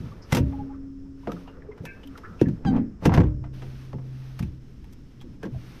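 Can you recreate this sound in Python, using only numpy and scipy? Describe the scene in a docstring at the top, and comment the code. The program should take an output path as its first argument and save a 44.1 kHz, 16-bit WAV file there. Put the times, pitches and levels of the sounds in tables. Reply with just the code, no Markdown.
"""A small aluminium boat on a calm river, heard from the stern seat while the outboard is readied for starting.
Over a low noise rumble, swishes of hiss and water plops of ringing bubbles, the tilt latch clacks in
gritty noise and struck modes; the stick-slip pivot sings faintly. Lighter knocks, clicks and a spring ping follow.
A floor plate pops, the pivot squeaks and judders in slowing slips, and the motor drops onto its stop,
booming through the ringing hull modes. A few hums, knocks, clicks and plops remain."""
import sys
import numpy as np
from scipy import signal
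from scipy.fft import rfft, irfft, next_fast_len
from scipy.io import wavfile
from scipy.ndimage import uniform_filter1d

SR = 44100
rng = np.random.default_rng(int(sys.argv[2]) if len(sys.argv) > 2 else 0)


def wrap_up_sound(samples):
    """Save the sound to the file named by the first command line argument, as 16-bit audio."""
    columns = np.atleast_2d(samples).T
    # keep every value between -1 and 1, then stretch to whole-number steps
    tamed = np.clip(columns, -1, 1)
    steps = np.round(tamed * 32767).astype(np.int16)
    wavfile.write(sys.argv[1], SR, steps)


N = 255780
T = np.arange(N) / SR
AGE = T[:SR]  # the first second after an onset
ONSET = 800  # samples over which a struck sound is levelled


def undb(db):
    """Decibels to gain."""
    return 10 ** (np.asarray(db) / 20)


def unit(x, size=None):
    """Scale to rms 1, over the first samples if a size is given."""
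    return x / np.sqrt(np.mean(x[:size] ** 2))


def fade(t60, age=AGE):
    """Free exponential decay, 60 dB down after t60 seconds."""
    return np.exp(-np.log(1000) * age / t60)


def swell(s, rise_s, hold_s, t60):
    """Smooth attack from a start time, hold, free release."""
    attack = np.sin(np.pi / 2 * np.clip((T - s) / rise_s, 0, 1)) ** 2
    return attack * fade(t60, np.maximum(T - s - rise_s - hold_s, 0))


def curve(rows):
    """A control curve, joined by straight lines in time."""
    return np.interp(T, *np.transpose(rows))


def walk(rate):
    """Random drift in straight segments, about `rate` new targets a second, rms about 0.8."""
    size = int(SR / rate)
    steps = rng.standard_normal(N)[np.arange(N) // size]
    return uniform_filter1d(steps, size)


def noise(size=N):
    """White noise of rms about 1."""
    return rng.standard_normal(size)


def response(points, size):
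    """Gain of (f/Hz, level/dB) points on the bins of a transform."""
    hz, db = np.transpose(points)
    bins_hz = np.fft.rfftfreq(size, 1 / SR)
    return undb(np.interp(np.log(bins_hz + 1), np.log(hz), db))


def colour(x, points):
    """Causal minimum-phase filter through (f/Hz, level/dB) points."""
    size = next_fast_len(len(x) + 4096, True)
    cepstrum = irfft(np.log(response(points, size)), size)
    # folding the cepstrum forward makes the filter causal
    cepstrum[1:size // 2] *= 2
    cepstrum[size // 2:] = 0
    return irfft(rfft(x, size) * np.exp(rfft(cepstrum)), size)[:len(x)]


def resonate(x, hz, share):
    """One resonance whose width is a share of its centre."""
    return signal.lfilter(*signal.iirpeak(hz, 1 / share, fs=SR), x)


def narrow_band(x, hz, share):
    """Two equal resonances in a row, for steeper skirts."""
    return resonate(resonate(x, hz, share), hz, share)


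def ring(modes, stretch=1, scatter_db=0):
    """Struck modes; their shares change with the spot that is hit."""
    chance = rng.standard_normal(len(modes))
    total = np.zeros(SR)
    for (hz, db, t60), c in zip(modes, chance):
        total += undb(db + scatter_db * c) * fade(t60 * stretch) * np.sin(2 * np.pi * hz * AGE)
    return total


def add(out, s, sound):
    """Mix a sound in at a time."""
    start = max(int(s * SR), 0)
    out[start:start + len(sound)] += sound[:max(N - start, 0)]


# tone of the low rumble: f/Hz, level/dB
RUMBLE_COLOUR = [(20, 4), (32, 0.5), (42, 1.5), (62, 3.5), (85, -1.5), (180, -5.5), (280, -6.5), (450, -21),
                 (800, -49), (1500, -41), (4000, -77)]
RUMBLE_DB = -43  # at rest
ROCKING_DB, ROCKING_T60_S = -22.5, 1.04  # rumble left by a blow, relative to it, and its decay


def rumble(rocking_rise_s=0.065):
    """The hull rumbles as low noise, more while it rocks after a blow."""
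    power = undb(RUMBLE_DB) ** 2
    for s, db, *_ in blows():
        power = power + (undb(db + ROCKING_DB) * swell(s, rocking_rise_s, 0, ROCKING_T60_S)) ** 2
    return unit(colour(noise(), RUMBLE_COLOUR)) * np.sqrt(power) * undb(1.5 * walk(14))


# tone of the hiss and swishes: f/Hz, level/dB
HISS_COLOUR = [(300, 2.5), (800, -0.5), (1500, -1), (3000, -4), (4200, -8), (6200, -10.5), (7100, -23.5),
               (8300, -21), (9400, -17.5), (11200, -25.5), (12500, -15), (13800, -26), (15500, -29.5)]
# soft swishes, probably a sleeve as the arm moves: t/s, rise/s, hold/s, level/dB
SWISHES = [(-.05, 0.044, 0.11, -55.5), (0.186, 0.11, 0.27, -59), (1.093, 0.26, 0.054, -56.5),
           (1.7, .2, 0.64, -63), (3.522, 0.022, 0.31, -54.5), (3.828, 0.45, 0.17, -56.5),
           (4.53, 0.16, 0.65, -65), (5.346, .42, .1, -52.5)]
SWISH_T60_S, HISS_DB = 0.64, -71.5


def swishes():
    """Noise swells rise out of a steady soft hiss of the same tone."""
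    power = undb(HISS_DB) ** 2
    for s, rise_s, hold_s, db in SWISHES:
        power = power + (undb(db) * swell(s, rise_s, hold_s, SWISH_T60_S)) ** 2
    return unit(colour(noise(), HISS_COLOUR)) * np.sqrt(power) * undb(0.66 * walk(36))


WHIR_HZ, WHIR_DB = 5280, -74.5


def whir():
    """A thin high whir hangs over the bank: noise peaked at one pitch, wavering slowly in level."""
    peak = [(0.68 * WHIR_HZ, -35), (.93 * WHIR_HZ, -10), (WHIR_HZ, 0),
            (1.1 * WHIR_HZ, -11), (1.48 * WHIR_HZ, -16), (2 * WHIR_HZ, -35)]
    return unit(colour(noise(), peak)) * undb(WHIR_DB + 1.3 * walk(5.7))


# a spell of smaller plops at random
PATTER_S, PATTER_LENGTH_S, PATTER_T60_S = 1.3, 1.1, 0.065
PATTER_HZ, PATTER_OCTAVES, PATTER_DB = 1007, 0.86, -56  # middle pitch, spread either way, middle level


def patter(count=6, scatter_db=3):
    """Small plops at loose intervals, as (t/s, f/Hz, level/dB, t60/s)."""
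    plops = []
    for k, (when, pitch, strength) in enumerate(rng.uniform(-1, 1, (count, 3))):
        s = PATTER_S + PATTER_LENGTH_S * (k + when / 2) / count
        hz = PATTER_HZ * 2 ** (PATTER_OCTAVES * pitch)
        plops.append((s, hz, PATTER_DB + scatter_db * strength, PATTER_T60_S))
    return plops


def bubble(hz, t60, glide=0.016, rise_s=0.022):
    """A pocket of air trapped against the plates swells and rings, rising a little in pitch."""
    phase = 2 * np.pi * np.cumsum(hz * (1 + glide * np.minimum(AGE / t60, 1))) / SR
    return np.sin(phase) * fade(t60) * (1 - fade(rise_s)) ** 2


# the clearest plops and plinks, mostly water under the hull: t/s, f/Hz, level/dB, t60/s
PLOPS = [(0.119, 1160, -51.5, 0.074), (.22, 5130, -55, 0.14), (1.293, 1236, -41.5, .06),
         (1.318, 1323, -44.5, 0.029), (1.365, 1251, -50, .08), (1.474, 2800, -55.5, 0.15),
         (1.499, 418, -48.5, 0.16), (1.566, 483, -48.5, 0.051), (1.62, 1760, -56, .035),
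         (1.68, 418, -39.5, .27), (1.716, 2083, -54.5, 0.071), (1.837, 472, -42.5, 0.12),
         (2.033, 2970, -53.5, .06), (2.073, 3110, -54.5, 0.026), (2.155, 1350, -45.5, .03),
         (2.234, 1310, -44, 0.35), (2.247, 1710, -46, 0.085), (2.394, 2626, -49, .1),
         (2.454, 1743, -47.5, 0.11), (4.426, 2564, -52, 0.042), (5.204, 3286, -56.5, 0.1),
         (5.429, 1610, -43, .1), (5.545, 656, -50.5, 0.087)]
# how strongly the water laps: t/s, level/dB
LAPPING = [(0, -53), (.6, -50), (.95, -64), (1.4, -55), (2.3, -52), (2.9, -57), (3.9, -61.5), (4.6, -70),
           (5.8, -61.5)]


def water(tone_db=-4, froth_db=-2, spread=0.22, swell_s=0.032, slosh_db=4):
    """Each slap traps one main bubble in a cloud of similar ones; ripples slosh softly in between."""
    out = np.zeros(N)
    for s, hz, db, t60 in PLOPS + patter():
        cloud = noise(SR) * fade(t60) * (1 - fade(swell_s))
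        froth = undb(froth_db) * unit(narrow_band(cloud, hz, spread), ONSET)
        tone = undb(tone_db) * unit(bubble(hz, t60), ONSET)
        add(out, s - .002, undb(db) * (tone + froth))  # the swell starts just ahead
    ripples = np.zeros(N)
    for hz, db in [(420, 7.5), (580, -5.5), (900, -4), (1250, -3.0), (1750, -10.5)]:
        ripples += undb(db + slosh_db * walk(22)) * unit(narrow_band(noise(), hz, 0.47))
    return out + unit(ripples) * undb(curve(LAPPING))


# soft bumps on the hull: t/s, level/dB, boom at 130 Hz/dB, ring time factor
THUDS = [(.003, -31.5, 3.5, 1.5), (0.4048, -18.5, 7, 1.18), (0.587, -33, 2, 1.2), (1.804, -33.5, -4, 1.08),
         (2.295, -38, -0.5, .4), (2.4684, -19.5, -1, 0.93), (2.6533, -18, -0.5, 0.83),
         (4.4031, -23, 1, 0.82), (4.4264, -26, 3.5, 0.96), (5.241, -40.5, -13, .95),
         (5.4711, -34.5, -6, 0.91), (5.5568, -31, 6.5, .55)]
# metal parts of the bracket, latch and controls clack and pass the blow to the hull:
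# t/s, hull level/dB, boom at 130 Hz/dB, metal level/dB, metal tilt/(dB per octave), ring time factor
CLACKS = [(0.3224, -15, -1, -23.5, 0, 0.97), (.348, -24.5, -10.5, -27.5, 1.5, 0.91),
          (0.3682, -21, -3.5, -27.5, 0.4, 0.94), (1.272, -26.5, -5.5, -32.5, -7, 0.78),
          (2.413, -14.5, -4, -35, -1.5, 0.53), (3.021, -29.5, -4.5, -42.5, -17, 1.4),
          (3.0535, -12.5, 1, -22.5, -1.5, 0.76), (3.093, -18.5, 4.5, -27.5, -8.5, 1.6),
          (3.139, -21, -1.5, -27, -2.9, 1.22), (3.1748, -9, 2.5, -22.5, -6.5, .75),
          (3.202, -24, -5.5, -30, -5.5, 0.95), (3.2324, -23, 11, -39.5, -6.5, 2.5),
          (3.62, -44.5, -10, -45.5, -4.5, 1.1), (3.93, -31.5, 0, -44, -6.5, 0.51),
          (3.984, -45, -2, -53, -8.5, 0.64), (5.43, -31.5, -7, -43, -1.5, 0.77)]
HULL_LAG_S = 0.00354  # from the clack to the answer of the plates
# hull gain at 450-800 Hz: metal and hull equally loud; per dB more metal; soft bumps
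HARD_DB, HARD_PER_DB, SOFT_DB = 8.5, 0.58, -11.5


def blows():
    """Every hull blow as (t/s, level/dB, boom/dB, hardness/dB, ring factor); more metal makes it harder."""
    hard = []
    for s, db, boom_db, metal_db, _, stretch in CLACKS:
        hard_db = HARD_DB + HARD_PER_DB * (metal_db - db)
        hard.append((s + HULL_LAG_S, db, boom_db, hard_db, stretch))
    return hard + [(s, db, boom_db, SOFT_DB, stretch) for s, db, boom_db, stretch in THUDS]


# clear modes of the hull plates: f/Hz, level/dB, t60/s at ring time factor 1
HULL_MODES = [(68.4, -7, 0.51), (83, -29, 0.21), (100.9, -2.5, 0.47), (117.8, -0.5, 0.34),
              (134.5, 5.5, 0.22), (164, 1.5, 0.32), (206.2, -3, 0.2), (249.7, -7.5, 0.12),
              (280.7, -6, 0.31), (306.2, -6, 0.35), (341.8, -7, 0.27), (406, -12.5, 0.11),
              (446, -17.5, 0.24), (492, -5, 0.14), (594, -30, 0.96), (676, -28.5, 0.12)]
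# tone of the dense modes between them: f/Hz, level/dB
HULL_WASH = [(30, -7.5), (70, 1), (200, 5), (350, -4.5), (550, -14), (800, -43.5), (1500, -37.5),
             (4000, -106)]


def hull(wash_db=-4, wash_t60=0.28, contact_s=0.011, sub_db=-13):
    """Blows ring the plates, each with its own amount of boom; hard ones reach the higher modes."""
    out = np.zeros(N)
    for s, db, boom_db, hard_db, stretch in blows():
        wash = colour(noise(SR) * fade(wash_t60 * stretch), HULL_WASH)
        modes = ring(HULL_MODES, stretch, scatter_db=0.56)
        plates = unit(modes, ONSET) + undb(wash_db) * unit(wash, ONSET)
        # the bent plate radiates neither the deepest push nor the treble
        radiation = [(25, sub_db + boom_db), (60, 2.53 * boom_db), (130, boom_db), (240, 0.0014),
                     (450, hard_db), (800, hard_db), (2500, hard_db - 18)]
        blow = colour(plates * (1 - fade(contact_s)), radiation)
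        add(out, s, undb(db) * unit(blow, ONSET))
    return out


# light ticks of metal, some just before a soft bump: t/s, level/dB, tilt/(dB per octave)
TICKS = [(0.521, -47.5, -8.5), (1.3176, -44, 0), (1.4754, -46.5, -7), (1.7768, -52.5, -3),
         (1.8527, -42.5, 2), (2.033, -55.5, -1.5), (2.073, -61.5, 12), (2.1747, -47, 0),
         (2.4834, -48.5, -1.5), (2.649, -37, -6.5), (2.764, -41.5, -5), (3.119, -27.5, -9.5),
         (3.4389, -45.5, -7), (4.391, -41.5, 1), (4.4259, -49, 2), (4.842, -59, 0.5), (4.9266, -59, 5),
         (5.2122, -53, 0), (5.4508, -45, -4)]
METAL_T60_S = 0.09  # decay of a clack at ring time factor 1
TICK_T60_S, TICK_DOUBLES_DB = 0.063, 9  # decay of an untilted tick; loss of tilt per octave that doubles it


def contacts():
    """Every contact of metal as (t/s, level/dB, tilt/(dB per octave), t60/s); duller ticks last longer."""
    heavy = [(s, db, tilt_db, METAL_T60_S * stretch) for s, _, _, db, tilt_db, stretch in CLACKS]
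    light = [(s, db, tilt_db, TICK_T60_S * 2 ** (-tilt_db / TICK_DOUBLES_DB)) for s, db, tilt_db in TICKS]
    return heavy + light


# clear modes of the bracket castings: f/Hz, level/dB, t60/s
BRACKET_MODES = [(705, -4, .2), (866, -1, .15), (942, -1, .14), (1105, -8, .13), (1642, -7, .1),
                 (1870, -7, .1), (2052, -7, .11), (2715, -9, .13), (3188, -11, .08), (5162, -13, .09),
                 (7537, -15, .09)]
# tone of the dense metal modes: f/Hz, level/dB
CLACK_COLOUR = [(150, -31.5), (450, -0.5), (820, 2), (1300, 0), (2000, -3), (3200, -6.5), (4300, -11.5),
                (6100, -10), (7000, -19), (11000, -21.5), (13000, -17.5), (15500, -33)]


def bracket(ring_db=-7, hull_db=-19, hull_t60=0.22, grit_db=3, slide_db=-18, slide_t60=0.098):
    """Parts slide into contact, then clack: gritty dense modes, a few clear ones, a dull tail from the boat."""
    out, lead = np.zeros(N), SR // 20  # 50 ms of sliding before the contact
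    seat = 1 - fade(.003)
    for s, db, tilt_db, t60 in contacts():
        grit = undb(grit_db * np.repeat(noise(SR // 60), 60))  # uneven force in short steps
        slide = undb(slide_db) * fade(slide_t60)[lead::-1]  # grows towards the contact
        force = np.concatenate([slide, seat * grit * fade(t60)])
        metal = colour(noise(len(force)) * force, CLACK_COLOUR)
        metal /= np.std(metal[lead:lead + ONSET])
        # the plates keep only the middle of the clack alive
        tail = colour(noise(SR) * fade(hull_t60),
                      [(200, -19), (700, 3.5), (2500, 2.0), (6000, -20.0), (12000, -47)])
        castings = seat * ring(BRACKET_MODES, scatter_db=4.5)
        metal[-SR:] += undb(ring_db) * unit(castings, ONSET) + undb(hull_db) * unit(tail, ONSET)
        metal = colour(metal, [(800, 0), (12800, 4 * tilt_db)])  # tilted over four octaves
        add(out, s - lead / SR, undb(db) * metal / np.std(metal[lead:lead + ONSET]))
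    return out


# parts left humming after a blow: t/s, f/Hz, level/dB, t60/s
HUMS = [(.33, 272.8, -26, 3.53), (1.326, 177, -25, 0.29), (2.05, 273.2, -33.5, .45),
        (3.18, 130.4, -30, 6.8), (3.2, 302.2, -31.5, 1.04), (3.93, 129.7, -35, 4.9),
        (5.52, 126.1, -24, 0.48)]


def hums(twin=0.055, beat_hz=4):
    """Lightly damped parts ring on, each beating against a weak twin mode."""
    out = np.zeros(N)
    for s, hz, db, t60 in HUMS:
        pair = np.sin(2 * np.pi * hz * T) + twin * np.sin(2 * np.pi * (hz + beat_hz) * T)
        add(out, s, undb(db) * pair * fade(t60, T) * (1 - fade(0.055, T)))
    return out


PIVOT_HZ, WAVER = 832, .009  # sung pitch; share by which the squeak's pitch wavers
# the pivot sings in short faint notes as the weight comes on it: t/s, level/dB
SING = [(.518, -41), (.58, -37.5), (.685, -46.5)]
SING_RISE_S, SING_HOLD_S, SING_T60_S = 0.026, 0.0061, 0.054


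def sing():
    """Fast stick-slip in the pivot gives a faint pure note."""
    note = np.sin(2 * np.pi * np.cumsum(PIVOT_HZ * (1 + WAVER / 2 * walk(150))) / SR)
    load = sum(undb(db) * swell(s, SING_RISE_S, SING_HOLD_S, SING_T60_S) for s, db in SING)
    return np.sqrt(2) * note * load


# modes of a spring that pings once: f/Hz, level/dB (halved for the rattle), t60/s
SPRING_MODES = [(1585, 9.5, 0.37), (1675, -12, 1), (1730, 0, 0.95), (2120, -11, 0.26), (2310, 1, 0.17),
                (2600, 4, 0.4)]
SPRING_S, SPRING_DB = 1.856, -43


def spring(rattle_db=0, blur=0.029, rattle_t60=0.3):
    """A coil spring pings and rattles against its seat, which blurs each note into a narrow band."""
    chatter = noise(SR) * fade(rattle_t60)
    rattle = sum(undb(db / 2) * unit(narrow_band(chatter, hz, blur)) for hz, db, _ in SPRING_MODES)
    ping = unit(ring(SPRING_MODES), ONSET) / 2 + undb(rattle_db) * unit(rattle, ONSET)
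    out = np.zeros(N)
    add(out, SPRING_S, undb(SPRING_DB) * ping)
    return out


# a floor plate pops under shifting weight: t/s, level/dB, starting f/Hz, final f/Hz, t60/s
BUCKLE = [(2.4146, 0.5, 456, 258, 0.039), (2.469, -16.5, 331, 186, 0.11)]


def buckle(settle_s=0.007, rise_s=0.0072):
    """The plate snaps through, stiff at first, and its pitch sinks as it relaxes."""
    out = np.zeros(N)
    for s, db, start_hz, end_hz, t60 in BUCKLE:
        pitch = end_hz + (start_hz - end_hz) * np.exp(-AGE / settle_s)
        phase = 2 * np.pi * np.cumsum(pitch) / SR
        add(out, s, undb(db) * np.sin(phase) * fade(t60) * (1 - fade(rise_s)) ** 2)
    return out


# tone of the judder's slips: f/Hz, level/dB
JUDDER_COLOUR = [(60, -11), (125, -8.5), (200, 1.5), (280, 2), (360, -19.5), (520, -25), (800, -46),
                 (2000, -45), (6000, -90)]
# tone of the grit ground in each slip: f/Hz, level/dB
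GRIT_COLOUR = [(300, -11), (500, 7), (1000, 0.5), (1600, -12.5), (2400, -18), (5000, -36), (12000, -60)]
# the pivot judders through one swing of the motor, slipping ever more slowly
JUDDER_S, JUDDER_DB, JUDDER_HZ, JUDDER_SAG_HZ_PER_S = 2.625, -17, 136.5, 100
JUDDER_RISE_S, JUDDER_HOLD_S, JUDDER_T60_S = 0.14, 0.016, 0.37


def judder(jitter=0.08, scrape=0.067, grit_db=-35):
    """Slow, uneven slips of the swinging motor shake the transom; grit grinds most while the load is highest."""
    rate = JUDDER_HZ - JUDDER_SAG_HZ_PER_S * np.clip(T - JUDDER_S, 0, JUDDER_T60_S)
    turns = np.cumsum(rate * (1 + jitter * walk(120))) / SR
    # one impulse of uneven strength per slip
    slips = np.diff(np.floor(turns), prepend=0) * undb(1.2 * walk(120))
    groan = unit(colour(slips + scrape * noise(), JUDDER_COLOUR))
    grit = unit(colour(noise() * (1 - turns % 1), GRIT_COLOUR))
    load = swell(JUDDER_S, JUDDER_RISE_S, JUDDER_HOLD_S, JUDDER_T60_S)
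    return undb(JUDDER_DB) * groan * load + undb(grit_db) * grit * load ** 4


# the dry pivot squeaks: t/s, level/dB, starting f/Hz, settled f/Hz
SQUEAK = [(2.645, -33, 853, 777), (2.77, -54.5, 800, 806)]
# harmonics of the squeak: multiple of its pitch, level/dB
SQUEAK_TONE = [(1, 2.5), (2, -7), (3, -30), (4, -14.5), (5, -21), (6, -18.5), (8, -26.5), (9, -39),
               (10, -37)]
SQUEAK_RISE_S, SQUEAK_HOLD_S, SQUEAK_T60_S, SQUEAK_SETTLE_S = 0.031, 0.01, 0.17, 0.025


def squeak(wobble_db=2, rasp_db=-18):
    """Fast stick-slip in the pivot: a rasping squeak that is brightest when loudest."""
    pitch, force = np.full(N, float(PIVOT_HZ)), np.zeros(N)
    for s, db, start_hz, end_hz in SQUEAK:
        glide = end_hz + (start_hz - end_hz) * np.exp(-((T - s) / SQUEAK_SETTLE_S) ** 2)
        pitch = np.where(T < s, pitch, glide)
        force += undb(db) * swell(s, SQUEAK_RISE_S, SQUEAK_HOLD_S, SQUEAK_T60_S)
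    phase = 2 * np.pi * np.cumsum(pitch * (1 + WAVER * walk(500))) / SR
    bite = np.sqrt(force / force.max())  # a harder bite raises the overtones
    tone = np.zeros(N)
    for k, db in SQUEAK_TONE:
        tone += undb(db + wobble_db * walk(170)) * np.sin(k * phase) * (bite if k > 1 else 1)
    # grit scrapes once in every slip
    scrape = noise() * (1 + np.cos(phase))
    rasp = unit(colour(scrape, [(300, -14.0), (900, 0), (5000, -18.5), (12000, -32)]))
    return np.sqrt(2) * (tone + undb(rasp_db) * rasp) * force


def scene():
    """Everything reaches both channels alike."""
    boat = rumble() + swishes() + whir() + water() + hull() + bracket() + hums() + sing()
    boat += spring() + buckle() + judder() + squeak()
    return np.array([boat, boat])


# treble balance of the two ports: f/Hz, right minus left level/dB
RIGHT_PORT = [(8000, 0), (10200, 2), (11500, -12), (13000, -13.5), (16000, -8)]
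TOP_HZ = 15400


def record(dry):
    """The right port is a little brighter near 10 kHz and duller above; peaks are rounded and the top is cut."""
    shade = response(RIGHT_PORT, N)
    # the two gains average 1
    gains = np.array([np.ones_like(shade), shade]) * 2 / (1 + shade)
    ports = irfft(rfft(dry) * gains, N)
    rounded = np.tanh(0.74 * ports) / 0.87
    return signal.sosfilt(signal.ellip(10, .2, 80, TOP_HZ, fs=SR, output="sos"), rounded)


dry = scene()
out = record(dry)
wrap_up_sound(out)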